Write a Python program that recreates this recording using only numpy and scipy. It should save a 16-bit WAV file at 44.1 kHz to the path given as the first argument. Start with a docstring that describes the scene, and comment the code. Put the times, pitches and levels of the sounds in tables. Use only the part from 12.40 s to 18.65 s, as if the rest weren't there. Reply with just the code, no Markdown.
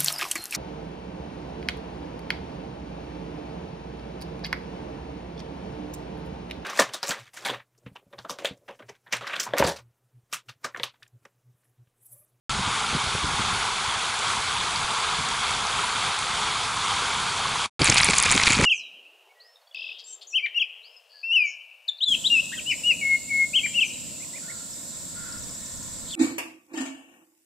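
"""Creek over a rocky riffle

A creek rushes over a small rocky riffle, in mono from the bank: patchy noise, damped bubble tones and fizz.
A breeze on the microphone adds low, lumpy noise and short bursts of turbulence.
After a tenth of a second of silence a second stretch follows: the same water, stronger puffs, and a dense
crackle close by, probably the plastic housing creaking in the hand: stick-slip knocks, ticks and snaps."""
import sys
import numpy as np
from scipy import signal
from scipy.fft import rfft, irfft, next_fast_len
from scipy.io import wavfile
from scipy.ndimage import uniform_filter1d, map_coordinates

SR = 44100
rng = np.random.default_rng(int(sys.argv[2]) if len(sys.argv) > 2 else 0)


def int16_out(signal):
    """Quantize to a 16-bit WAV file."""
    q = np.round(np.clip(np.atleast_2d(signal).T, -1, 1) * 32767)
    wavfile.write(sys.argv[1], SR, q.astype(np.int16))


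def voltage_ratio(decibels):
    """Convert decibels (scalar or array-like) to amplitude ratios, 20 dB per decade."""
    exponent = np.asarray(decibels, float) / 20
    return 10 ** exponent


N = 275757  # length in samples

# stretches in which the microphone is live: start t/s, end t/s
LIVE_STRETCHES = [(0.0945, 5.2615), (5.3935, 6.3)]
# colour of the riffle: f/Hz, level per hertz/dB
RIFFLE_SPECTRUM = [(200, -45.5), (300, -19.5), (410, -10), (600, -15.5), (885, -4), (1090, -2),
                   (1350, -2.5), (1600, -6.5), (1820, -12.5), (2200, -6.5), (2850, -11.5), (3400, -6),
                   (4000, -11), (4600, -11), (5250, -15.5), (6800, -14.5), (10500, -19.5)]
# the clearest single bubbles: t/s, level/dB, f/Hz
CLEAR_BUBBLES = [(3.436, -14.5, 960), (5.054, -18, 1100)]
# breeze on the microphone: t/s, level/dB
BREEZE_LEVEL = [(0.3, -37), (0.42, -45.5), (0.62, -41), (0.96, -38), (1.3, -45), (5.05, -43), (5.65, -36),
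                (5.9, -40.5), (6.25, -31)]
# colour of the breeze: f/Hz, level per hertz/dB
BREEZE_SPECTRUM = [(12, -30), (25, -6.5), (55, 0), (110, 1.5), (190, -1), (280, -7.5), (370, -28),
                   (600, -56)]
# the strongest puffs: centre t/s, level/dB, half length/ms
STRONG_PUFFS = [(0.2, -29.5, 12), (0.275, -30.5, 10.5), (0.549, -26, 23), (0.641, -34, 5.6),
                (0.671, -32.5, 9.4), (0.753, -23, 3.1), (0.847, -28, 14), (0.882, -30, 4.5),
                (0.943, -34.5, 7.4), (1.0, -28, 8.9), (1.134, -33.5, 7), (2.448, -38, 7.7),
                (2.799, -34.5, 13), (5.415, -19, 14.6), (5.498, -20.5, 14), (5.53, -29, 8),
                (5.606, -34, 16), (5.695, -23, 11), (5.859, -29, 3.7), (5.906, -32.5, 26), (5.959, -23, 13),
                (6.076, -26, 7.2), (6.108, -23, 7), (6.175, -23.5, 6), (6.198, -17.5, 9),
                (6.225, -22.5, 25)]
# the clearest creaks of the housing: t/s, knock level/dB, tick level/dB, tick f/Hz
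CLEAR_CREAKS = [(0.403, -33, -20, 7200), (1.791, -34, -15, 7400), (2.36, -32, -11, 4500),
                (2.888, -30, -16, 7400), (3.109, -33, -14.5, 7800), (3.269, -34, -15, 5940),
                (3.79, -31, -13, 8450), (5.418, -13, -3, 4600), (5.4442, -12, 0.5, 9400),
                (5.4582, -9.5, -4.5, 7100), (5.4747, -9.5, -7, 4660), (5.4977, -15, -1.5, 7660),
                (5.4999, -19, 0.5, 6340), (5.5207, -7.5, -18, 4500), (5.5246, -5, -7, 4800),
                (5.5438, -15, -4.5, 9100), (5.5588, -5, -14.5, 4300), (5.5717, -17, -4, 4220),
                (5.5754, -20, -10, 3500), (5.5819, -17, -2, 4740), (5.6019, -19, -5, 3900),
                (5.6077, -3.5, -21, 3500), (5.6161, -28, -5.5, 9160), (5.6324, -8, -1.5, 4800),
                (5.6449, -26, 2, 9200), (5.6875, -5, -10, 4300), (5.7083, -14, -6.5, 7550),
                (5.7341, -7.5, -9.5, 3900), (5.7534, -20, -10.1, 9000), (5.7822, -13, 0.5, 9200),
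                (5.785, -22.5, 2.1, 7000), (5.8002, -23, -2, 7100), (5.8264, -15, 0.5, 9900),
                (5.8588, -15, -12, 6600), (5.8627, -7, -15, 3530), (5.9142, -14, -0.5, 7800),
                (5.9231, -6, -0.5, 7000), (5.9307, -10, -18, 6740), (5.9633, -21, -5, 6930),
                (5.978, -6.5, -4.5, 3200), (5.9991, -5, -11, 3500), (6.0346, -8, -4, 5550),
                (6.0709, -13, -11, 4600), (6.0739, -16, -14, 8500), (6.0797, -3.5, -9.5, 4000),
                (6.1029, -7.5, -16, 3500), (6.1215, -19, -3.5, 6800), (6.1302, -26, -8, 6900),
                (6.2123, -9, -11, 6500), (6.2432, -2, -18, 4700)]
# rubbing of the hand between the creaks: t/s, level/dB
RUBBING_LEVEL = [(5.4, -32), (5.43, -24), (5.62, -23), (5.67, -24.5), (5.8, -26), (5.9, -22), (6.0, -25.5),
                 (6.1, -20), (6.17, -26), (6.25, -21)]
# resonances of the housing: f/Hz, width/Hz, level/dB
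HOUSING_MODES = [(1700, 1600, -13), (2395, 370, 2.5), (3270, 2350, -8), (4600, 1030, -3), (7000, 1430, -7),
                 (10130, 1600, -9.5)]


def unit(x):
    """Normalisation: a signal divided by its root mean square has unit power."""
    return x / np.sqrt(np.mean(x ** 2) + 1e-20)


def curve(rows):
    """Linear interpolation: (t/s, level/dB) rows give a level per sample, each stretch from its own rows."""
    row_s, level_db = np.transpose(rows)
    t = np.arange(N) / SR
    middle_of_gap = (LIVE_STRETCHES[0][1] + LIVE_STRETCHES[1][0]) / 2
    late = row_s > middle_of_gap
    early_db = -120  # practically silent where the first stretch has no rows
    if (~late).any():
        early_db = np.interp(t, row_s[~late], level_db[~late])
    return np.where(t > middle_of_gap, np.interp(t, row_s[late], level_db[late]), early_db)


def wobble(rate):
    """Slow random modulation: a spline through normal deviates, rate knots per second."""
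    knots = rng.standard_normal(int(N * rate / SR) + 4)
    return map_coordinates(knots, [np.arange(N) * rate / SR])


def filtered(x, response):
    """Linear filtering: the spectrum is multiplied by a complex response of frequency."""
    m = next_fast_len(N + 8192)
    f = np.fft.rfftfreq(m, 1 / SR)
    return irfft(rfft(x, m) * response(f), m)[..., :N]


def coloured(x, spectrum):
    """Spectral shaping: (f/Hz, level/dB) points joined on a log-frequency axis; the result has unit rms."""
    points_hz, level_db = np.transpose(spectrum)
    gain = lambda f: voltage_ratio(np.interp(np.log(f + 1), np.log(points_hz), level_db))
    return unit(filtered(x, gain))


def rings(s, db, hz, life, rise, length):
    """Free damped oscillation: a decaying sine per row, its pitch rising by the share rise in one life (s)."""
    t = np.arange(length) / SR
    lives = t / life[:, None]
    tone = np.sin(2 * np.pi * hz[:, None] * t * (1 + rise * lives / 2))
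    wave = tone * np.exp(-lives) * (1 - np.exp(-6 * lives))  # the last factor softens the onset
    at = np.round(s * SR).astype(int)[:, None] + np.arange(length)
    return np.bincount(at.ravel(), (voltage_ratio(db)[:, None] * wave).ravel(), N + length + SR)[:N]


def swarm(count, lo_hz, hi_hz, cycles, spread_db, rise, length):
    """Shot noise: random damped grains, even on log pitch, a few much larger than the rest; unit rms."""
    when, pitch, size = rng.random((count, 3)).T
    hz = lo_hz * (hi_hz / lo_hz) ** pitch
    db = -spread_db * np.log(1 - .98 * size)
    return unit(rings(when * N / SR, db, hz, cycles / hz, rise, length))


def wash():
    """Turbulent noise: smoothed random gains over time and frequency leave the far wash in patches."""
    z = signal.stft(rng.standard_normal(N + 512), nperseg=512)[2]
    over_frequency = uniform_filter1d(rng.standard_normal(z.shape), 6, 0)
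    patches_db = 1.12 * unit(uniform_filter1d(over_frequency, 8, 1))
    return unit(signal.istft(z * voltage_ratio(patches_db), nperseg=512)[1][:N])


def bubbles_and_fizz():
    """Bubble resonance: many damped tones of rising pitch, with shorter and higher ones as fizz."""
    whiten = lambda f: np.sqrt(f / 1000)  # grains even on log pitch fall 3 dB an octave
    bubbles = swarm(count=5000, lo_hz=610.2, hi_hz=4500, cycles=8.22, spread_db=0.5, rise=0.1278, length=900)
    fizz = swarm(count=24000, lo_hz=2504, hi_hz=11500, cycles=1.73, spread_db=4.5, rise=0.038, length=150)
    return voltage_ratio(-11) * unit(filtered(bubbles, whiten)) + voltage_ratio(-8.0) * unit(filtered(fizz, whiten))


def water():
    """Superposition: wash and bursting bubbles share the colour of the riffle, the flow fluttering slightly."""
    flow_db, flutter_db = -26, 0.51  # steady level, and spread of the flutter
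    rush = coloured(wash() + bubbles_and_fizz(), RIFFLE_SPECTRUM)
    return voltage_ratio(flow_db + flutter_db * wobble(9)) * rush


def breeze():
    """Wind noise: low-frequency pressure fluctuations on the microphone, their level lumpy."""
    lumps = voltage_ratio(1.9 * wobble(30) + .9 * wobble(4.9))
    rumble = coloured(rng.standard_normal(N), BREEZE_SPECTRUM)
    return voltage_ratio(curve(BREEZE_LEVEL)) * unit(lumps * rumble)


def puffs():
    """Turbulent bursts: band-shaped noise under a Gaussian envelope, higher in pitch when stronger."""
    mid_db, mid_hz, hz_per_db = -28, 104, 5.5  # a puff of middle strength swirls around mid_hz
    width = 1.11  # of the band, in natural-log units of frequency
    out = np.zeros(N)
    t = np.arange(-4096, 4096) / SR
    f = np.fft.rfftfreq(len(t), 1 / SR)
    for s, db, ms in STRONG_PUFFS:
        hz = max(mid_hz + hz_per_db * (db - mid_db), 40)
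        band = np.exp(-(np.log((f + 1) / hz) / width) ** 2)
        swirl = irfft(rfft(rng.standard_normal(len(t))) * band)
        shape = np.exp(-(t * 1000 / ms) ** 2)
        puff = swirl * shape
        puff = puff / np.sqrt(np.sum(puff ** 2) / np.sum(shape ** 2))
        at = round(s * SR) + np.arange(len(t)) - len(t) // 2
        out[at[at < N]] += voltage_ratio(db) * puff[at < N]
    return out


def housing_response(f):
    """Modal superposition: second-order resonances of alternating sign sum to the housing's response."""
    total = 0
    for k, (centre, width, db) in enumerate(HOUSING_MODES):
        damping = 1j * f * width
        total = total + (-1) ** k * voltage_ratio(db) * damping / (centre * centre - f * f + damping)
    return total


def creaks():
    """Stick-slip friction: each creak is three slips in a row, each a knock, a jolt, a tick and a snap."""
    slip_gap_s, slip_loss_db = .0011, 6  # mean gap, and mean loss from one slip to the next
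    snap_db = 6  # impulse over tick, before the housing's resonances
    mean_knock_hz, knock_scatter = 2330, 0.073  # scatter in natural-log units
    jolt_db, jolt_hz = -0.5, 1560  # blunt jolt: level over the knock, pitch of the first slip
    rows = np.vstack([CLEAR_CREAKS, lesser_creaks()])
    s, knock_db, tick_db, tick_hz = np.repeat(rows, 3, axis=0).T
    knock_hz = np.repeat(mean_knock_hz * np.exp(knock_scatter * rng.standard_normal(len(rows))), 3)
    slip = np.arange(len(s)) % 3
    late, size, detune = rng.standard_normal((len(s), 3)).T
    s = s + slip * slip_gap_s * (1 + .25 * late)
    fall_db = -slip * slip_loss_db + 1.9 * size * (slip > 0)
    bend = 1 + 0.19 * detune * (slip > 0)  # later slips are detuned
    bent_jolt_hz = jolt_hz * bend
    knock = rings(s, knock_db + fall_db, knock_hz, 1.9 / knock_hz, 0, length=500)
    jolt = rings(s, knock_db + fall_db + jolt_db, bent_jolt_hz, 0.38 / bent_jolt_hz, 0, length=120)
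    tick = rings(s, tick_db + fall_db, tick_hz * bend, 3.96 / tick_hz, 0, length=200)
    impulses = voltage_ratio(tick_db + fall_db + snap_db) * np.sign(late)  # random polarity
    snaps = np.bincount(np.round(s * SR).astype(int), impulses, N)[:N]
    return knock + jolt + tick + filtered(snaps, housing_response)


def clear_bubbles():
    """Bubble resonance: a few isolated damped tones, rising slightly, stand clear of the rush."""
    s, db, hz = np.transpose(CLEAR_BUBBLES)
    return rings(s, db, hz, 7 / hz, 0.021, length=1500)


def lesser_creaks():
    """Random stick-slip events: rows like those of the clear creaks, their levels following the rubbing."""
    count, over_rub_db, scatter_db = 32, 7, 4
    lo_hz, hi_hz = 3500, 8500  # range of tick pitch
    when, pitch, a, b = rng.random((count, 4)).T
    rub_s, rub_db = np.transpose(RUBBING_LEVEL)
    s = rub_s[0] + when * (rub_s[-1] - rub_s[0])
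    db = np.interp(s, rub_s, rub_db) + over_rub_db
    knock_db = db + scatter_db * (2 * a - 1)
    tick_db = db + scatter_db * (2 * b - 1)
    return np.transpose([s, knock_db, tick_db, lo_hz * (hi_hz / lo_hz) ** pitch])


def rubbing():
    """Friction noise: thousands of tiny slips, each at its own pitch, come in clumps and excite the housing."""
    grit = swarm(count=7000, lo_hz=1350, hi_hz=11200, cycles=1.33, spread_db=2, rise=0, length=160)
    clumped = grit * voltage_ratio(2.6 * wobble(110))
    whitened_modes = lambda f: housing_response(f) * np.sqrt(f / 2000)
    return voltage_ratio(curve(RUBBING_LEVEL)) * unit(filtered(clumped, whitened_modes))


def scene():
    """Superposition of pressures: every source adds at one microphone, the same in both channels."""
    mono = water() + breeze() + puffs() + creaks() + clear_bubbles() + rubbing()
    return np.tile(mono, (2, 1))


def roll_off(x):
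    """The treble ends steeply here."""
    return signal.sosfilt(signal.butter(12, 12220, fs=SR, output="sos"), x)


def record(dry):
    """Gating, band limiting and saturation: stretches start at once and end with a drop and a quick fade."""
    top_hz, overload = 10960, 0.82  # upper band edge, and amplitude where the peaks saturate
    t = np.arange(N) / SR
    live = np.zeros(N)
    for start, end in LIVE_STRETCHES:
        fade = voltage_ratio(-8 - 900 * (t - end)) * (t < end + .035)  # drop of 8 dB, then 900 dB per second
        live += (t >= start) * np.where(t < end, 1, fade)
    narrow = filtered(dry * live, lambda f: np.clip((top_hz - f) / 120, 0, 1))
    narrow = narrow * (live > 0)  # no filter ringing in the silence
    limited = narrow / (1 + np.abs(narrow / overload) ** 7) ** (1 / 7)
    return roll_off(limited)


dry = scene()
out = record(dry)
int16_out(out)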